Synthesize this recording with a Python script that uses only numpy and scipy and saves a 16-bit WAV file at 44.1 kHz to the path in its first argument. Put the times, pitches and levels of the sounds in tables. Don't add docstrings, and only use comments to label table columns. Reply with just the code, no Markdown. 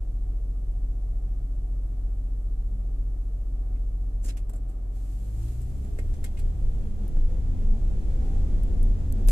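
import sys
import numpy as np
from scipy import signal
from scipy.fft import rfft, irfft, next_fast_len
from scipy.io import wavfile
from scipy.ndimage import map_coordinates

SR = 44100
rng = np.random.default_rng(int(sys.argv[2]) if len(sys.argv) > 2 else 0)


def to_wav(s):
    ch = np.atleast_2d(s).T
    pcm = np.round(np.clip(ch, -1, 1) * 32767)
    wavfile.write(sys.argv[1], SR, pcm.astype(np.int16))


N = 410571
TIME = np.arange(N) / SR

# frequency in Hz, relative density in dB.
SNAP_SPECTRUM = [(300, -32), (1500, -2), (3600, -11.5), (4400, -4.5), (6300, -10), (7200, -5), (7650, 4),
                 (8200, 1.5), (10000, 1), (14000, -0.5)]
PANEL_SPECTRUM = [(150, 4), (500, 6.5), (850, -7), (1150, -3), (1550, 3), (1800, 4), (2200, 7), (2700, 3),
                  (3600, 0), (5000, -0.5), (8000, -3), (14000, -23)]
THUD_SPECTRUM = [(60, -24), (200, 5.5), (400, -1), (580, 0), (820, -13), (1020, -17), (1500, -15.5),
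                 (2100, -34), (6000, -72)]


def amp(db):
    return 10 ** (np.asarray(db) / 20)


def unit(x):
    return x / np.sqrt(np.mean(x ** 2) + 1e-20)


def along(points, hz):
    freqs, values = np.transpose(points)
    return np.interp(np.log(hz + 1), np.log(freqs + 1), values)


def curve(points):
    return np.interp(TIME, *np.transpose(points))


def wobble(rate):
    knots = rng.standard_normal(int(N * rate / SR) + 4)
    coarse = TIME[::16]
    return np.interp(TIME, coarse, map_coordinates(knots, [coarse * rate]))


def ramp(start, length):
    return np.clip((TIME - start) / length, 0, 1)


def swell(centre, half):
    return np.exp(-((TIME - centre) / half) ** 2)


def burst(start, rise, t60):
    return ramp(start, rise) * amp(-60 * np.clip((TIME - start - rise) / t60, 0, 2))


def filtered(x, response):
    size = next_fast_len(N + SR // 2)
    hz = np.fft.rfftfreq(size, 1 / SR)
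    return irfft(rfft(x, size) * response(hz), size)[..., :N]


def cabin_noise(spectrum):
    # frequency in Hz, correlation of left and right.
    likeness = [(45, 1), (68, 0.61), (130, 0.75), (280, 0.78), (620, 0.41), (1340, -0.29), (2900, 0.043),
                (14000, -0.035)]

    def colour(hz):
        width = np.arccos(np.clip(along(likeness, hz), -1, 1)) / 2
        return amp(along(spectrum, hz)) * np.array([np.cos(width), np.sin(width)])

    mid, side = filtered(rng.standard_normal((2, N)), colour)
    return unit(np.array([mid + side, mid - side]))


def ringing(modes, centre_hz, spread_octaves, t60):
    t = np.arange(SR // 6) / SR
    hz, db = np.transpose(modes)
    weight = amp(db) * np.exp(-(np.log2(hz / centre_hz) / spread_octaves) ** 2)
    phase = rng.uniform(0, 2 * np.pi, (2, len(hz), 1))
    tones = weight[:, None] * np.sin(2 * np.pi * hz[:, None] * t + phase)
    return np.sqrt(2) * tones.sum(axis=1) / np.linalg.norm(weight) * amp(-60 * t / t60)


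def mic_hiss(mic_hiss_db=-71):
    # frequency in Hz, relative density in dB.
    mic_hiss_spectrum = [(300, -18), (2000, -1.5), (4000, -0.5), (5450, -3), (5870, 1), (6150, -5),
                         (6630, -0.5), (7000, -4.5), (9200, -1), (9500, -2), (9900, 0), (10200, -5.5),
                         (11400, -1), (12000, -1), (14000, 0)]
    return amp(mic_hiss_db) * cabin_noise(mic_hiss_spectrum)


def ventilation(fan_db=-47):
    # frequency in Hz, relative density in dB.
    fan_spectrum = [(15, -14.5), (35, 1), (70, -0.5), (115, 0.5), (160, -9.5), (220, -10), (300, -11),
                    (420, -16), (510, -19), (600, -18.5), (660, -20), (765, -16), (815, -27), (1080, -31.5),
                    (1230, -25), (1350, -33), (2500, -43), (9000, -72)]
    return amp(fan_db + 0.63 * wobble(4.6)) * cabin_noise(fan_spectrum)


def cabin_drones(rough_rad=0.33, waver_db=0.5):
    # centre in seconds, pitch in Hz, base level in dB, half length in seconds, glide in Hz/s.
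    drones = [(2.75, 204.8, -50.5, .07, 36), (4.262, 206.6, -54.5, .09, 99), (5.25, 194, -54, .11, -2),
              (5.84, 197.2, -50, 0.087, 57), (6.86, 210.7, -44, .08, 23), (7.02, 201.4, -46, .07, -46.5),
              (7.73, 215.5, -42, .1, 90.5), (8.02, 193.8, -49, .18, -0.5), (8.3, 260.2, -52, .14, 45),
              (8.85, 225, -42, .13, -90), (9.22, 221.5, -44, 0.091, 39)]
    # frequency in Hz, gain in dB.
    cabin_colour = [(190, 2.5), (270, -1.5), (400, -19.5), (475, -13), (530, -14.5), (650, -26), (730, -13),
                    (790, -5), (900, -28)]
    out = np.zeros(N)
    unsteady = rough_rad * wobble(30)
    wavers = [amp(waver_db * wobble(25)) for _ in range(3)]
    for centre, pitch_hz, db, half, glide in drones:
        shape = swell(centre, half)
        live = shape > 1e-3
        hz = np.abs(pitch_hz + glide * (TIME[live] - centre))
        angle = 2 * np.pi * np.cumsum(hz) / SR + unsteady[live]
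        for harmonic, waver in enumerate(wavers, 1):
            gain = amp(db + along(cabin_colour, harmonic * hz))
            out[live] += gain * shape[live] * waver[live] * np.sin(harmonic * angle)
    return np.sqrt(2) * out


def brakes(hiss_db=-62, pedal_s=4.9, pads_free_s=5.48, fade_db_per_s=7):
    # frequency in Hz, relative density in dB.
    hiss_spectrum = [(500, 6), (1500, 2.5), (3000, 1.5), (6000, -0.5), (7500, 2.5), (9500, 0), (12000, 3),
                     (14000, -0.5)]
    fade_db = fade_db_per_s * np.maximum(TIME - pads_free_s, 0)
    level_db = hiss_db + 4.5 * swell(pads_free_s, 0.12) - fade_db + 0.67 * wobble(30)
    return ramp(pedal_s, 0.068) * amp(level_db) * cabin_noise(hiss_spectrum)


def road_speed(roll_off_s=5.16, pickup_s=2.2):
    return 1 - np.exp(-np.maximum(TIME - roll_off_s, 0) / pickup_s)


def tyres(roar_db=-38, tread_db=-62, patchy_db=1.0):
    # frequency in Hz, relative density in dB.
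    roar_spectrum = [(30, -8), (60, 1), (95, -0.5), (145, -5.5), (175, -6.5), (215, -3.5), (260, -10),
                     (330, -11), (470, -14.5), (620, -21), (800, -23.5), (1000, -31.5), (1500, -35),
                     (8000, -83)]
    tread_spectrum = [(400, -6), (1000, -10.5), (1800, 4), (2800, 2), (3150, 0), (3380, 3), (3750, -1.5),
                      (5500, -3.5), (7000, -4), (8500, -7.5), (10500, -9), (14000, -12.5)]
    # centre in seconds, extra noise in dB, half length in seconds.
    coarse_stretches = [(5.974, 1.5, 0.22), (8.265, 2.5, 0.28)]
    speed = road_speed()
    coarse_db = sum(db * swell(centre, half) for centre, db, half in coarse_stretches)
    texture_db = patchy_db * wobble(16)
    roar = amp(roar_db + coarse_db + texture_db) * speed ** 0.92 * cabin_noise(roar_spectrum)
    tread = amp(tread_db + coarse_db + texture_db / 2) * speed ** 0.73 * cabin_noise(tread_spectrum)
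    return roar + tread


def body_rumble(shake_db=-23.5, evenness=0.28):
    # frequency in Hz, relative density in dB.
    rumble_spectrum = [(10, -14.5), (20, -8), (27, -3.5), (40, -4), (52, -12), (75, -18.5), (130, -48.5),
                       (300, -120)]
    # centre in seconds, level in dB, body pitch in Hz, half length in seconds.
    road_joints = [(6.091, -23.5, 31.2, 0.056), (6.451, -23, 27, 0.08), (6.679, -20, 23, 0.062),
                   (7.223, -15, 25.7, 0.056), (7.68, -16.5, 25.5, 0.078), (8.55, -20, 32, 0.035),
                   (8.829, -16.5, 30, 0.027), (9.287, -9, 32.07, 0.04)]
    sway = cabin_noise(rumble_spectrum)
    swing = np.sqrt(np.abs(signal.hilbert(sway[0])) ** 2 + 0.4)
    steady = unit(sway / swing ** evenness)
    out = amp(shake_db) * road_speed() ** 0.82 * steady
    for centre, db, hz, half in road_joints:
        out += amp(db) * swell(centre, half) * np.sin(2 * np.pi * hz * (TIME - centre))
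    return out


def mount_ticks(rise_s=0.00077, t60=0.0082, far_port_db=-25):
    # start in seconds, level in dB.
    ticks = [(7.0792, -40.5), (8.6339, -38), (8.8295, -37.5), (9.1242, -31.5), (9.275, -34), (9.2853, -23)]
    # frequency in Hz, relative density in dB.
    tick_spectrum = [(1000, -31), (4500, -17), (7400, -10), (8200, -2), (8750, -6), (9300, -6.5),
                     (10000, -6), (10600, 1), (11200, -22), (12000, 6), (12700, -14), (13400, -1),
                     (14500, -9)]
    envelope = sum(amp(db) * burst(start, rise_s, t60) for start, db in ticks)
    return envelope * cabin_noise(tick_spectrum) * np.array([[1], [amp(far_port_db)]])


def trim_touches(grain_db=1.5, spread_octaves=0.44, ring_outlasts=1.16):
    # start in seconds, snap, panel and thud levels in dB, ring centre in Hz,
    # ring level in dB, rise and 60 dB decay in seconds.
    touches = [(3.758, -84, -72, -77, 2520, -64, .0038, 0.066),
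               (4.369, -50, -49.5, -50, 2600, -60, 0.0021, 0.1),
               (4.495, -47, -63, -43.5, 7400, -61, 0.00041, 0.058),
               (4.534, -56, -62, -43, 7400, -65, .001, 0.098),
               (4.558, -58, -74, -56, 7400, -66, .0024, 0.098),
               (4.678, -62.5, -69, -55, 7540, -75, 0.018, 0.15),
               (5.475, -58, -61, -69, 3000, -70, .0097, .1),
               (5.612, -55, -70, -70, 7850, -65, 0.0034, 0.11),
               (5.842, -64, -64, -65, 7500, -68, .006, 0.082),
               (5.984, -49.5, -49.5, -38.5, 2090, -42, .0055, .07),
               (6.13, -63, -56, -75, 6460, -68, 0.01, 0.11),
               (6.241, -39, -45, -44, 2000, -47, 0.00138, 0.072),
               (6.254, -75, -57, -67, 3400, -52.5, 0.0081, 0.083),
               (6.37, -62, -54, -64, 2700, -54.5, 0.0035, 0.11),
               (6.386, -53.5, -55.5, -59, 4200, -60, 0.0088, .1),
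               (7.168, -83, -63, -37, 1400, -56, 0.001, .035),
               (9.284, -32.5, -39, -36, 5000, -44, 0.0017, 0.083)]
    # frequency in Hz, relative level in dB.
    panel_modes = [(815, 2), (1400, -7), (1560, -1), (1890, -1), (2130, 2), (2510, -4), (2860, -4),
                   (3320, -5), (4120, -8), (4300, -9), (4690, -5), (6320, -2), (7380, 1), (7950, -5)]
    snap, panel, thud = np.zeros((3, N))
    ring = np.zeros((2, N + SR))
    for start, snap_db, panel_db, thud_db, hz, ring_db, rise, t60 in touches:
        shape = burst(start, rise, t60)
        snap += amp(snap_db) * shape
        panel += amp(panel_db) * shape
        thud += amp(thud_db) * shape
        tones = ringing(panel_modes, hz, spread_octaves, ring_outlasts * t60)
        attack = np.minimum(np.arange(tones.shape[1]) / (SR * rise / 2), 1)
        onset = round((start + rise / 2) * SR)
        ring[:, onset:onset + len(attack)] += amp(ring_db) * attack * tones
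    grain = amp(grain_db * wobble(500))
    clicks = snap * cabin_noise(SNAP_SPECTRUM) + panel * cabin_noise(PANEL_SPECTRUM) + ring[:, :N]
    return grain * clicks + thud * cabin_noise(THUD_SPECTRUM)


def trim_creak(slip_spread_db=1.0, uneven=0.3, grit_t60=0.02, tail_t60=0.13):
    # centre in seconds, snap, panel and thud levels in dB, ring centre in Hz,
    # ring level in dB, half length in seconds, slips per second.
    strokes = [(4.257, -50, -59, -46.5, 7560, -53.5, 0.02, 430),
               (4.289, -56, -56, -59, 6400, -52.5, 0.014, 460),
               (4.301, -61, -52, -68, 3000, -49.5, 0.0097, 370)]
    # frequency in Hz, relative level in dB.
    part_modes = [(2280, -9), (2560, -2), (3100, 0), (3430, -12), (3980, 0), (5160, 6), (6160, 2),
                  (6610, 1), (7180, 2), (7370, -2), (7830, -4), (8150, -9), (8700, -5)]
    slip_rate = curve([(row[0], row[-1]) for row in strokes]) * np.exp(uneven * wobble(200))
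    slip_count = np.floor(np.cumsum(slip_rate) / SR)
    slips = unit(np.diff(slip_count, prepend=0) * amp(slip_spread_db * wobble(400)))
    t = np.arange(SR // 20) / SR
    grit = unit(signal.oaconvolve(slips, amp(-60 * t / grit_t60))[:N])
    snap, panel, thud = np.zeros((3, N))
    ring = np.zeros((2, N))
    for centre, snap_db, panel_db, thud_db, hz, ring_db, half, _ in strokes:
        rub = swell(centre, half)
        shape = np.maximum(rub, 0.84 * burst(centre - half, half, tail_t60))
        snap += amp(snap_db) * shape
        panel += amp(panel_db) * shape
        thud += amp(thud_db) * shape
        tones = ringing(part_modes, hz, spread_octaves=0.6, t60=0.022)
        tones /= np.linalg.norm(tones[0])
        ring += amp(ring_db) * signal.oaconvolve((slips * rub)[None], tones, axes=1)[:, :N]
    scrape = snap * cabin_noise(SNAP_SPECTRUM) + panel * cabin_noise(PANEL_SPECTRUM)
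    return grit * scrape + ring + thud * cabin_noise(THUD_SPECTRUM)


def engine_effort(gear_s=4.25, throttle_s=5.16, pull_s=5.36, lull_s=7.1):
    throttle = ramp(throttle_s, 0.28)
    held_in_gear = ramp(gear_s, 0.1) * (1 - throttle)
    load = 0.29 * held_in_gear + throttle
    gain_db = -2.5 * held_in_gear - throttle
    gain_db += 0.5 * swell(pull_s, 0.17) - 5.5 * swell(lull_s, 0.24)
    return load, gain_db


def idle_shudder(shudder_db=-42):
    # frequency in Hz, relative density in dB.
    shudder_spectrum = [(15, -20), (23, -2.5), (27, 0), (32, 4), (36, 0), (42, -10.5), (60, -24),
                        (120, -61.5)]
    load, _ = engine_effort()
    return amp(shudder_db) * (1 - load) * cabin_noise(shudder_spectrum)


def engine(idle_waver=0.55, load_waver=1.06, jitter=0.0026, rough=0.015, flutter=0.058):
    # time in seconds, firing rate in Hz. The drop near 7.8 s is the change up.
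    firing_rate = [(0, 44.35), (4.2, 44.35), (4.5, 44.1), (4.85, 44.2), (5.13, 46), (5.5, 57.7),
                   (5.78, 65.7), (6.0, 69.5), (6.2, 71.1), (6.52, 74.7), (7.0, 79.7), (7.45, 85.4),
                   (7.68, 84), (7.85, 77), (8.0, 79.5), (8.3, 85.2), (8.7, 86.8), (9.31, 89.6)]
    # multiple of the shaft rate, base level in dB at idle, the same under load.
    orders = [2, 3, 4, 4.5, 6, 7.5, 9, 12, 13.5, 15, 18, 20, 21, 24, 27, 30, 40]
    idle_levels = [-35.5, -30, -53, -54.5, -48.5, -55.5, -55, -67, -64.5, -77.5, -59.5, -70, -69.5, -68.5,
                   -74, -68, -75.5]
    pull_levels = [-48, -33.5, -57.5, -49, -43.5, -57.5, -55, -57.5, -69, -64.5, -58, -74, -67, -71, -70,
                   -65, -77]
    # frequency in Hz, gain under load in dB.
    cabin_boom = [(45, 5), (60, 0), (70, -2), (82, -4), (92, 3.5), (112, 8), (128, 2), (142, -12),
                  (170, -3.5), (205, -2), (232, -4), (262, 5.5), (300, -3), (345, -1), (385, -4.5),
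                  (420, -1.5), (445, -8), (480, -1), (560, -11.5), (790, -7), (1000, -10)]
    load, gain_db = engine_effort()
    idle = 1 - load
    shaft_hz = curve(firing_rate) / 3 * (1 + jitter * wobble(12))
    angle = 2 * np.pi * np.cumsum(shaft_hz) / SR
    port_phase = 0.028 * load * np.array([[1], [-1]])
    out = np.zeros((2, N))
    for order, idle_db, pull_db in zip(orders, idle_levels, pull_levels):
        db = idle * idle_db + load * (pull_db + along(cabin_boom, order * shaft_hz))
        unrest = np.sqrt(order / 2)
        waver_db = unrest * (idle_waver * idle + load_waver * load) * wobble(13)
        smear = (rough * order * load + flutter * unrest * idle) * wobble(25)
        phase = order * angle + smear + port_phase + rng.uniform(0, 2 * np.pi)
        out += amp(db + waver_db) * np.sin(phase)
    return np.sqrt(2) * amp(gain_db) * out


def scene():
    bed = engine() + idle_shudder() + cabin_drones() + ventilation() + mic_hiss()
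    return bed + tyres() + body_rumble() + brakes() + trim_touches() + trim_creak() + mount_ticks()


def record(dry, top_hz=14400, fade_in_s=0.01):
    # frequency in Hz, gain in dB.
    left_port = [(40, 2.2), (110, 1), (300, -1), (700, -0.56), (4000, -1), (6500, 0), (8000, 0), (9500, 4),
                 (12000, 2), (14000, -1)]
    right_port = [(40, 2), (110, 0), (300, -0.5), (700, -1.57), (4000, -0.5), (5500, 0.5), (7700, 6.5),
                  (9000, 1.5), (10700, -5.5), (14000, -7.5)]
    ports = lambda hz: amp([along(left_port, hz), along(right_port, hz)]) * (hz < top_hz)
    return filtered(dry * ramp(0, fade_in_s), ports)


dry = scene()
out = record(dry)
to_wav(out)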